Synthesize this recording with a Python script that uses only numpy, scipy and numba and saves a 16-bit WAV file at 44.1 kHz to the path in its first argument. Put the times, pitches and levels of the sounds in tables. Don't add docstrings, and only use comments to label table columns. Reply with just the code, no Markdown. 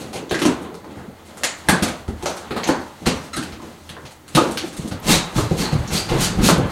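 import sys
import numpy as np
from scipy import signal
from scipy.fft import rfft, irfft, next_fast_len
from scipy.io import wavfile
from scipy.ndimage import uniform_filter1d
from numba import njit

SR = 44100
rng = np.random.default_rng(int(sys.argv[2]) if len(sys.argv) > 2 else 0)


def transcribe(signal):
    frames = np.atleast_2d(signal).T
    limited = np.clip(frames, -1, 1)
    pcm = np.round(limited * 32767).astype(np.int16)
    wavfile.write(sys.argv[1], SR, pcm)


def boost_factor(decibels):
    exponent = np.asarray(decibels, float) / 20
    return 10 ** exponent


N = 295911
TIME = np.arange(N) / SR
COARSE = TIME[::64]

# (time [s], peak [dB],
# ring [Hz], box air [dB])
THUDS = [(0.151, -19, 430, -19), (0.226, -24, 452, -18), (0.309, -12.5, 404, -27), (0.348, -15, 330, -29),
         (0.415, -11, 333, -32), (0.453, -2.5, 296, -24), (0.466, -10.5, 403, -25), (0.315, -16, 125, -6.5),
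         (0.719, -25, 445, -26), (0.841, -36, 258, -7), (0.971, -18.5, 97, -16), (1.077, -26.5, 216, -21),
         (1.282, -30.5, 274, -22), (1.437, -28, 400, -29), (1.685, -8, 165, -8.5), (1.69, -13, 319, -28),
         (1.706, -14, 190, -28), (1.722, -15, 210, -28), (1.821, -8.5, 209, -9), (2.085, -14.5, 237, -0.5),
         (2.228, -20, 370, -8), (2.27, -23.5, 426, -27), (2.507, -15.5, 404, -12.5),
         (2.563, -13.5, 246, -31), (2.69, -7.5, 270, -17), (3.018, -24, 275, -16), (3.066, -4.5, 243, -10),
         (3.372, -15, 292, -13), (3.528, -45, 295, 17), (3.901, -27, 131, -18), (4.041, -29.5, 122, -8),
         (4.349, -5.5, 146, -34), (4.369, -3.5, 312, -19), (4.45, -19, 360, -28), (4.635, -20.5, 334, -27),
         (4.789, -16.5, 151, -6), (4.845, -17, 231, -9.5), (4.916, -10.5, 111, -29), (5.09, -7, 99, -11),
         (5.096, -12, 240, -25), (5.135, -19, 150, -21), (5.16, -21, 135, -21), (5.376, -2, 97, -19),
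         (5.51, -5.5, 174, -9.5), (5.725, -3, 143, -13), (5.75, -8.5, 124.6, -20), (5.791, -23.5, 160, 8),
         (5.921, -10.5, 108, -4.5), (6.111, -8.5, 140, -13), (6.148, -18, 132, -14), (6.374, -7.5, 102, -3),
         (5.945, -13, 185, -25), (6.12, -14, 382, -25), (6.429, -8, 220, -5), (6.458, -6, 194, -38),
         (6.49, -4.5, 410, -26), (6.52, -7, 189, -26), (6.575, -5.5, 132, -8), (6.586, -4.5, 120, -20),
         (5.385, -14.5, 283, -25), (5.606, -16, 149, -22), (6.649, -12, 171, -7)]
# (centre [Hz], width [Hz], level [dB])
PANELS = [(78.7, 12.5, -5), (132, 15.5, 2.5), (171.4, 6.9, 4.5), (258, 31, 3), (359, 160, -9.5),
          (456, 11, -3), (469, 35, -5), (767, 54, -11.5)]
# (time [s], peak [dB], hollow [dB], sharp [dB], crackle length [ms])
SNAPS = [(0.4525, -9, 8, -5.5, 4), (0.7432, -30, 6.5, -2.5, 2.8), (0.8445, -40, 17, -19, 2.4),
         (1.4355, -4.5, -2.5, -5.5, 1.5), (1.6875, -5, 4, 1, 2.5), (1.6945, -19, 0, -9, 1.2),
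         (1.8367, -19, 2, -6, 2.5), (1.4415, -9, -24, 0, 1.6), (2.0806, -32, 11.5, -1, 2.7),
         (2.258, -10.5, 4, -7, 3.7), (2.6342, -15, -6, -36, 3.7), (2.689, -19, 17, -15, 4.2),
         (2.701, -31, 2, -15, 3.3), (3.0724, -13, -2, -5, 1.5), (3.0649, -14, 10, 1.5, 2.4),
         (3.3686, -16, -2, -11, 3.3), (3.5227, -27.5, -22, -22, 5.4), (3.8928, -25.5, -26, -2, 1.9),
         (3.9675, -40, 18.5, -18, 2), (4.2805, -33, -15, 2, 3), (4.37, -10, 8.5, -15, 1.7),
         (5.7259, -20, -10, -3, 3.1), (5.384, -19, 11.5, -8, 3.4), (6.4885, -12.5, 15, 2.5, 2.2),
         (6.496, -17, 9.5, -2, 2.6), (6.503, -25, -5, -4, 1.4), (6.5215, -39, 3, -7, 2.5)]
# (time [s], peak [dB], hollow [dB], sharp [dB], length [ms])
TICKS = [
    (1.8236, -13, 3, 1, 6.8),
    (4.3498, -9, 1.5, 0, 5.6),
    (4.5735, -11, -14, -13, 2.6),
    (4.8145, -39, -10, 4, 6),
    (4.8763, -31, -12, 5, 3),
    (4.9117, -28, 7, -3, 7.4),
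    (5.8765, -33, -13, -8, 6.9),
]
# (time [s], peak [dB], hollow [dB], sharp [dB], length [ms])
SCUFFS = [(0.1286, -26.5, 7, -1, 19), (0.157, -21.5, 0, -5.5, 7.3), (.2947, -34, -16, -3, 4.3),
          (.367, -37, -15, 6, 3), (.616, -45, -10, 9, 8), (1.6646, -35, 1, 0, 16),
          (0.3436, -13, -28, -9, 2.8), (0.3894, -18, -17, -4, 7.8), (0.4175, -13, 5, -4, 4.2),
          (0.9083, -35.5, 0, -6, 5.8), (0.9582, -43.5, 14, -5, 39), (1.25, -39, -16, 4.5, 26),
          (1.2844, -36, -1, -11, 3.9), (1.3714, -33, 12, 6, 6.4), (1.8794, -21, 4, -3, 2.8),
          (2.2258, -24, 4, 0, 2.9), (2.3695, -25.5, 7, 2, 3.1), (2.673, -20, -3, 1.5, 8.4),
          (3.3318, -25, -10, -2, 7.9), (3.36, -32, 3, 8, 8.7), (5.5079, -23.5, -5, -13, 5.4),
          (3.0574, -12, 0, -10, 16), (3.2094, -31, -15, -7, 3.6), (3.428, -22.5, -26, -2, 3),
          (3.6182, -35, 8, -2, 2.8), (4.0525, -30.5, 2.5, -7, 7.1), (4.1094, -38, 5, 3.5, 8.5),
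          (4.512, -32, 1, 14, 2.1), (4.7294, -27.5, -4, -1, 2.7), (4.7671, -31.5, -6, 7.5, 4.5),
          (6.088, -17.5, 4, -9, 12)]
# (time [s], peak [dB], hollow [dB], sharp [dB], length [ms])
TAPS = [
    (2.5083, -21.5, 7, -30, 5.7),
    (2.5616, -21, 10.5, -28, 13.5),
    (0.3106, -12.5, 4.5, -29, 6.1),
]
# (time [s], peak [dB], ring [Hz], ring time [s])
RINGS = [(.343, -17.5, 1640, 0.061), (1.686, -4.5, 1576, 0.025), (1.69, -17, 2140, 0.03),
         (3.3686, -24, 1500, 0.051), (3.6, -32, 1030, 0.016), (4.37, -11.5, 1220, 0.069),
         (4.575, -24, 3400, 0.025), (4.573, -25.5, 1420, .03), (3.336, -28, 1860, .03),
         (4.55, -35, 9000, .02), (4.575, -30, 14000, .03), (.2947, -29, 3500, .03),
         (.2947, -27, 6300, 0.033), (1.435, -13, 6840, 0.035), (1.436, -22, 1870, 0.027),
         (1.688, -16.5, 690, 0.037), (1.695, -18, 4530, 0.037), (2.258, -21, 5840, .03),
         (2.64, -17.5, 6200, .02), (3.066, -17, 5800, 0.044), (3.365, -22, 9200, 0.028),
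         (4.371, -14, 940, 0.08), (6.447, -19, 6800, .03), (6.489, -23, 940, 0.055),
         (5.875, -24, 6100, .04), (5, -34, 12500, .03), (4.35, -26, 13500, .05), (4.372, -24, 13000, .03),
         (5.1, -29, 6600, 0.033), (6.51, -20, 12500, .02), (6.58, -32, 11000, .02),
         (2.365, -36, 10700, .04), (2.64, -32, 11600, .03), (2.7, -25, 4600, 0.074),
         (1.69, -17, 1160, 0.046), (1.72, -26, 720, .05), (1.835, -29, 1970, .03), (1.88, -31, 2130, .03),
         (.425, -24, 3000, 0.028), (4.38, -14.5, 494, 0.14), (5.95, -26, 6200, .03),
         (5.645, -34, 7700, .02)]
# (time [s], pressure [dB], glide [dB])
RUSTLE = [(0, -35, 2.5), (.11, -45, -3.5), (.37, -51, 8), (.63, -38.5, -6), (.75, -50, 5), (.94, -43, -4),
          (1.29, -51, 5), (1.6, -50.5, 13), (2.05, -60, 2), (2.45, -40.5, 0.5), (2.9, -47, 7),
          (3.28, -45.5, 6), (3.61, -46, 4.5), (3.94, -44.5, 2.5), (4.15, -56, 7), (4.63, -40, 2),
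          (4.87, -40.5, 4), (5.05, -43.5, -1)]
# (time [s], pressure [dB], glide [dB], attack [s], release [s])
DRAGS = [(.03, -51, 9, 0.14, 0.11), (.48, -31, -2, 0.28, 0.25), (1.42, -39.5, 0.5, 0.31, 0.25),
         (1.73, -26.5, 1, 0.11, 0.27), (1.86, -35, 1.5, 0.15, 0.41), (2.28, -34.5, 5, 0.19, 0.21),
         (2.67, -27, 2, 0.07, 0.11), (2.81, -40, -4.5, 0.18, 0.063), (3.07, -34, 1.5, 0.1, 0.34),
         (3.46, -49, -11, 0.29, 0.4), (4.401, -43.5, 18, 0.16, 0.43), (4.49, -34, -10, 0.18, 0.2)]
# (time [s], speed [dB], attack [s], hold [s], release [s])
STROKES = [
    (5.094, -10.5, 0.058, 0.023, 0.086),
    (5.366, -21.5, 0.038, 0.0026, 0.12),
    (5.578, -25.5, 0.03, 0.049, 0.073),
    (5.933, -19.5, 0.058, 0.036, 0.088),
    (6.212, -17.5, 0.11, 0.027, 0.075),
    (6.42, -21.5, 0.015, .01, 0.083),
    (6.451, -17, 0.042, 0.041, 0.063),
]
# (time [s], load [dB], rub [dB], attack [s], release [s])
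HEAVES = [(5.1, -7.5, -6.5, 0.077, 0.15), (5.374, -11.5, -6.5, 0.039, 0.046), (5.518, -35, -4, 0.13, 0.032),
          (5.586, -19, -5, 0.0098, 0.27), (5.73, -40, -17, 0.053, 0.15), (5.922, -18.5, -8.5, 0.1, 0.23),
          (6.12, -9.5, -12, 0.067, 0.4), (6.234, -28, -22, 0.093, 0.176),
          (6.388, -13.5, -10.5, 0.0089, 0.24), (6.49, -31, -5, 0.034, 0.035),
          (6.644, -24.5, -2, 0.14, 0.12)]
# (time [s], level [dB], hold [s], pitch [Hz], climb into the pitch [0-1])
SQUEALS = [
    (5.119, -12.5, .02, 3830, 0.2),
    (5.405, -39, 0.055, 3800, .15),
    (5.615, -21.5, 0.035, 4540, .012),
    (5.701, -44, .01, 4560, 0.09),
    (5.967, -15, 0.015, 4740, 0.26),
    (6.02, -34, .01, 4830, .01),
    (6.23, -23, 0.035, 4700, .15),
    (6.467, -28, 0.027, 4260, .15),
]
# (time [s], pitch [Hz], length [ms], peak [dB])
SQUEAKS = [
    (0.345, 1760, 5.2, -25),
    (3.331, 1342, 14, -26),
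]
SKID_OVERTONES_DB = [0, -20, -5, -10, -12, -14, -17]
# (frequency [Hz], density [dB per Hz])
CREAK = [(40, -18), (80, -4), (150, -3.5), (260, 1), (450, -8.5), (800, -14.5)]
RUB = [(300, 1), (500, 0), (1000, 1), (1600, -5), (2500, -12), (4000, -12)]
HISS = [(1180, -5), (2000, -5.5), (2400, -3.5), (2640, -2.5), (3060, -3.5), (3910, -2), (5490, -1),
        (6760, -5), (11800, -11.5), (16000, -22)]
RUMBLE = [(15, -1), (30, -2.5), (60, -3), (120, 1.5), (250, -7.5), (450, -17), (800, -55)]
# (frequency [Hz], decay time t60 [s], level [dB])
ROOM = [(45, 0.53, -7.5), (159, 0.34, -1.5), (404, 0.27, 3.5), (1020, 0.57, 1), (3200, 0.32, 2),
        (8060, 0.25, 4), (12200, 0.092, 0)]
# (frequency [Hz], density [dB per Hz])
AIR = [(15, -51), (25, -5), (87, -54), (108, -10.5), (277, -14), (1040, -49), (2050, -21), (2280, -36),
       (2760, -38), (16000, -37)]

PATCHY_DB, STROKE_DB = 3, 2.8
CREEP_DB, LID_FREE_S = -41, 5.02
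FIRST_WALL_MS = 5
THUD_ROOM_DB = -3


def level(x, db):
    return x * boost_factor(db) / np.sqrt(np.mean(x ** 2))


def peak(x, db):
    return x * boost_factor(db) / np.max(np.abs(x))


def band(x, hz, width):
    return signal.lfilter(*signal.iirpeak(hz, hz / width, fs=SR), x)


def between(x, lo_hz, hi_hz):
    return signal.sosfilt(signal.butter(4, [lo_hz, hi_hz], "band", fs=SR, output="sos"), x)


@njit
def moving_band(x, hz, width):
    y, b, l = np.empty(len(x)), 0., 0.
    for i in range(len(x)):
        g, k = np.tan(np.pi * hz[i] / SR), width / hz[i]
        v = (b + g * (x[i] - l)) / (1 + g * (g + k))
        b, l, y[i] = 2 * v - b, l + 2 * g * v, k * v
    return y


def colour(x, points):
    hz, db = np.transpose(points)
    size = next_fast_len(N)
    bins = np.arange(1, size // 2 + 2) * SR / size
    gain = boost_factor(np.interp(np.log(bins), np.log(hz), db, left=-90, right=-90))
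    return level(irfft(rfft(x, size) * gain, size)[:N], 0)


def add(out, s, sound):
    i = int(s * SR)
    out[i:i + len(sound)] += sound[:N - i]


def fine(gain):
    return np.interp(TIME, COARSE, gain)


def swell(s, db, attack_s, hold_s, release_s):
    before = np.maximum(s - COARSE, 0) / attack_s
    after = np.maximum(COARSE - s - hold_s, 0) / release_s
    return boost_factor(db - np.minimum(30 * (before + after), 200))


def walk(rate):
    k = int(SR / rate)
    return uniform_filter1d(np.repeat(rng.standard_normal(N // k + 1), k), k)[:N]


def grit(spread_db, flicker_db, rate):
    slips = rng.standard_normal(N)
    size_db = spread_db * np.minimum(rng.exponential(size=N), 5)
    return slips * boost_factor(size_db + flicker_db * walk(rate))


def contact(t, ms, rise):
    span = ms / 1000
    return (1 - np.exp(-t / (rise * span))) * np.exp(-t / span)


def swing(t, hz, t60, ms):
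    return peak(np.sin(2 * np.pi * hz * t) * (1 - np.exp(-t * 1000 / ms)) * boost_factor(-60 * t / t60), 0)


def thuds():
    events, push_ms = THUDS, 3.46
    out, t = np.zeros(N), np.arange(8192) / SR
    force = rng.standard_normal((len(events), len(t))) * contact(t, push_ms, rise=0.41)
    push = between(force, 31, 754)
    boxes = sum((-1) ** k * boost_factor(d) * band(push, f, w) for k, (f, w, d) in enumerate(PANELS))
    box_air = swing(t, 79, 0.1, push_ms)
    for (s, db, hz, air_db), box in zip(events, boxes):
        t60 = 0.058 * (250 / hz) ** 0.53
        struck = between(swing(t, hz, t60, .5 * push_ms), 0.53 * hz, 2300)
        others = peak(box, -1.5 + 3 * np.log2(hz / 300))
        add(out, s - .001, boost_factor(db - 5.5) * (struck + others + boost_factor(air_db + 3.5) * box_air))
    return out


def cracks(table, ring_hz, edge_hz, rise, spread_db):
    out, t = np.zeros(N), np.arange(4096) / SR
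    noise = rng.standard_normal((len(table), 2, len(t)))
    force = [contact(t, row[-1], rise) for row in table]
    bursts = noise[:, 0] * boost_factor(spread_db * noise[:, 1]) * force
    crackle = between(bursts, 890, edge_hz)
    hollow = between(bursts, 448, 1680)
    sharp = band(between(bursts, 5200, 13400), 8070, 3300)
    for k, (s, db, hollow_db, sharp_db, _) in enumerate(table):
        hz = ring_hz * 2 ** (noise[k, 1, -1] / 8)
        bright = peak(crackle[k], 0.091) + peak(band(bursts[k], hz, 0.52 * hz), 0.69)
        add(out, s - .001, boost_factor(db - 5.0) * (bright + peak(hollow[k], hollow_db) + peak(sharp[k], sharp_db)))
    return out


def snaps():
    creases = cracks(SNAPS, ring_hz=1540, edge_hz=6100, rise=0.17, spread_db=3.0)
    nails = cracks(TICKS, ring_hz=3550, edge_hz=6600, rise=0.43, spread_db=-1.5)
    palms = cracks(SCUFFS, ring_hz=1760, edge_hz=6750, rise=0.24, spread_db=6.0)
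    knuckles = cracks(TAPS, ring_hz=3670, edge_hz=5000, rise=0.13, spread_db=2.0)
    return creases + nails + palms + knuckles


def rings():
    out, t = np.zeros(N), np.arange(8192) / SR
    for s, db, hz, t60 in RINGS:
        rattle = rng.standard_normal(len(t)) * boost_factor(-60 * t / max(t60, .02))
        width = 0.16 * hz
        add(out, s, peak(band(band(rattle, hz, width), hz, 2 * width), db))
    return out


def rustle():
    s, pressure, glides = np.transpose(RUSTLE)
    pressure_db = np.interp(COARSE, s, pressure, left=-120, right=-120)
    glide_db = np.interp(COARSE, s, glides)
    creak, rub, hiss = boost_factor(pressure_db - glide_db), boost_factor(pressure_db), boost_factor(pressure_db + glide_db)
    for s, db, glide, attack_s, release_s in DRAGS:
        drag = swell(s, db, attack_s, 0, release_s)
        creak, rub, hiss = creak + drag * boost_factor(-glide), rub + drag, hiss + drag * boost_factor(glide)
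    creaking = colour(grit(4.7, PATCHY_DB, 25.15), CREAK) * fine(creak) * boost_factor(-3)
    rubbing = colour(grit(6.1, PATCHY_DB, 30.02), RUB) * fine(rub) * boost_factor(-7.5)
    hissing = colour(grit(1.9, PATCHY_DB, 35), HISS) * fine(hiss) * boost_factor(-16)
    return creaking + rubbing + hissing


def slide():
    creep = boost_factor(CREEP_DB) * (COARSE > LID_FREE_S)
    speed = creep + sum(swell(*row) for row in STROKES)
    loads = [swell(s, db, a, 0, r) for s, db, _, a, r in HEAVES]
    edge_load = creep * boost_factor(4.0) + sum(g * boost_factor(row[2]) for g, row in zip(loads, HEAVES))
    rub = colour(grit(5.6, STROKE_DB, 40), RUB) * fine(edge_load)
    rumble = colour(grit(5.2, PATCHY_DB, 25), RUMBLE) * fine(creep * boost_factor(1.5) + sum(loads))
    hiss = colour(grit(4.6, STROKE_DB, 120), HISS) * fine(speed)
    return boost_factor(-8.0) * (hiss + rub + rumble)


def squeal():
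    late_s, climb_s, width_hz = 0.055, 0.034, 330.
    gain = boost_factor(CREEP_DB - 17) * (COARSE > LID_FREE_S)
    hz = np.interp(TIME, *np.transpose(sorted((row[0], row[3]) for row in SQUEALS)))
    flat = np.zeros(N)
    for s, db, hold_s, _, climb in SQUEALS:
        gain = gain + swell(s, db - 6, late_s, hold_s, .06)
        flat += climb * np.clip((s - TIME) / climb_s, 0, 1) * (TIME > s - late_s)
    hz = hz * (1 - flat)
    singing = moving_band(moving_band(grit(3.8, STROKE_DB, 120), hz, width_hz), hz, width_hz)
    return level(singing, -7.5) * fine(gain)


def squeaks():
    out, t = np.zeros(N), np.arange(4096) / SR
    for s, hz, ms, db in SQUEAKS:
        wobble = uniform_filter1d(rng.standard_normal(len(t)), size=64)
        turn = 2 * np.pi * np.cumsum(hz * (1 + .22 * wobble)) / SR
        overtones = enumerate(SKID_OVERTONES_DB, start=1)
        tone = sum(boost_factor(d) * np.sin(k * turn) * (k * hz < 12000) for k, d in overtones)
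        add(out, s, boost_factor(db) * tone * np.sin(np.pi * np.minimum(t * 1000 / ms, 1)) ** .5)
    return out


def near_walls(x):
    t = np.arange(SR // 8) / SR
    echoes = between(rng.standard_normal(len(t)), 248, 10200) * np.exp(-t * 1000 / 4.9)
    echoes = echoes * (t > FIRST_WALL_MS / 1000)
    return signal.fftconvolve(x, echoes * boost_factor(-5) / np.sqrt(np.sum(echoes ** 2)))[:N]


def room(x):
    hz, t60, db = np.transpose(ROOM)
    size = 5 * 2 ** 16
    sound, noise = rfft(x, size), rfft(rng.standard_normal(size))
    octaves = np.log2(np.arange(1, size // 2 + 2) * SR / size)
    field = np.zeros_like(sound)
    for centre in np.arange(5, 14, 1 / 4):
        step = 2 ** max(int(13.6 - centre), 0)
        bins = size // step // 2 + 1
        share = np.clip(1 - 4 * np.abs(octaves[:bins] - centre), 0, 1)
        keep = boost_factor(-2 * 60 * step / SR / np.interp(centre, np.log2(hz), t60))
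        energy = irfft(sound[:bins] * np.sqrt(share)) ** 2
        stored = signal.lfilter([1 - keep], [1, -keep], energy)
        echoes = level(irfft(noise[:bins] * share), 0.5 + np.interp(centre, np.log2(hz), db))
        field[:bins] += rfft(np.sqrt(stored) * echoes)
    lag = int(FIRST_WALL_MS * SR / 1000)
    return x + np.r_[np.zeros(lag), irfft(field)[:N - lag]]


def ringing_room(x):
    t = np.arange(SR // 2) / SR
    tail = between(rng.standard_normal(len(t)), 200, 8600) * boost_factor(-60 * t / 0.38)
    tail = tail * (t > FIRST_WALL_MS / 1000)
    return x + signal.fftconvolve(x, tail * boost_factor(-1) / np.sqrt(np.sum(tail ** 2)))[:N]


def air():
    hum = level(band(rng.standard_normal(N), 80, 8.4), -51)
    return colour(rng.standard_normal(N), AIR) * boost_factor(-52) + hum


def scene():
    noisy = snaps() + rustle() + slide()
    panels = thuds()
    pitched = squeaks() + squeal() + rings()
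    feed = boost_factor(THUD_ROOM_DB)
    heard = room(noisy + feed * panels) + (1 - feed) * panels + ringing_room(pitched)
    return (heard + near_walls(noisy + panels + pitched) + air())[None]


def band_limit(x):
    return signal.sosfilt(signal.butter(12, 16260, fs=SR, output="sos"), x)


def record(dry):
    lift = 0.22 * band(dry, 4210, 640) + 0.23 * band(dry, 6490, 760)
    dip = 0.52 * band(dry, 5440, 2850)
    heard = dry + lift - dip
    heard = signal.sosfilt(signal.butter(2, 26, "high", fs=SR, output="sos"), heard)
    heard = np.clip(heard, -.93, .93)
    heard = signal.sosfilt(signal.ellip(8, .2, 60, 15850, fs=SR, output="sos"), heard)
    return band_limit(heard)


dry = scene()
out = record(dry)
transcribe(out)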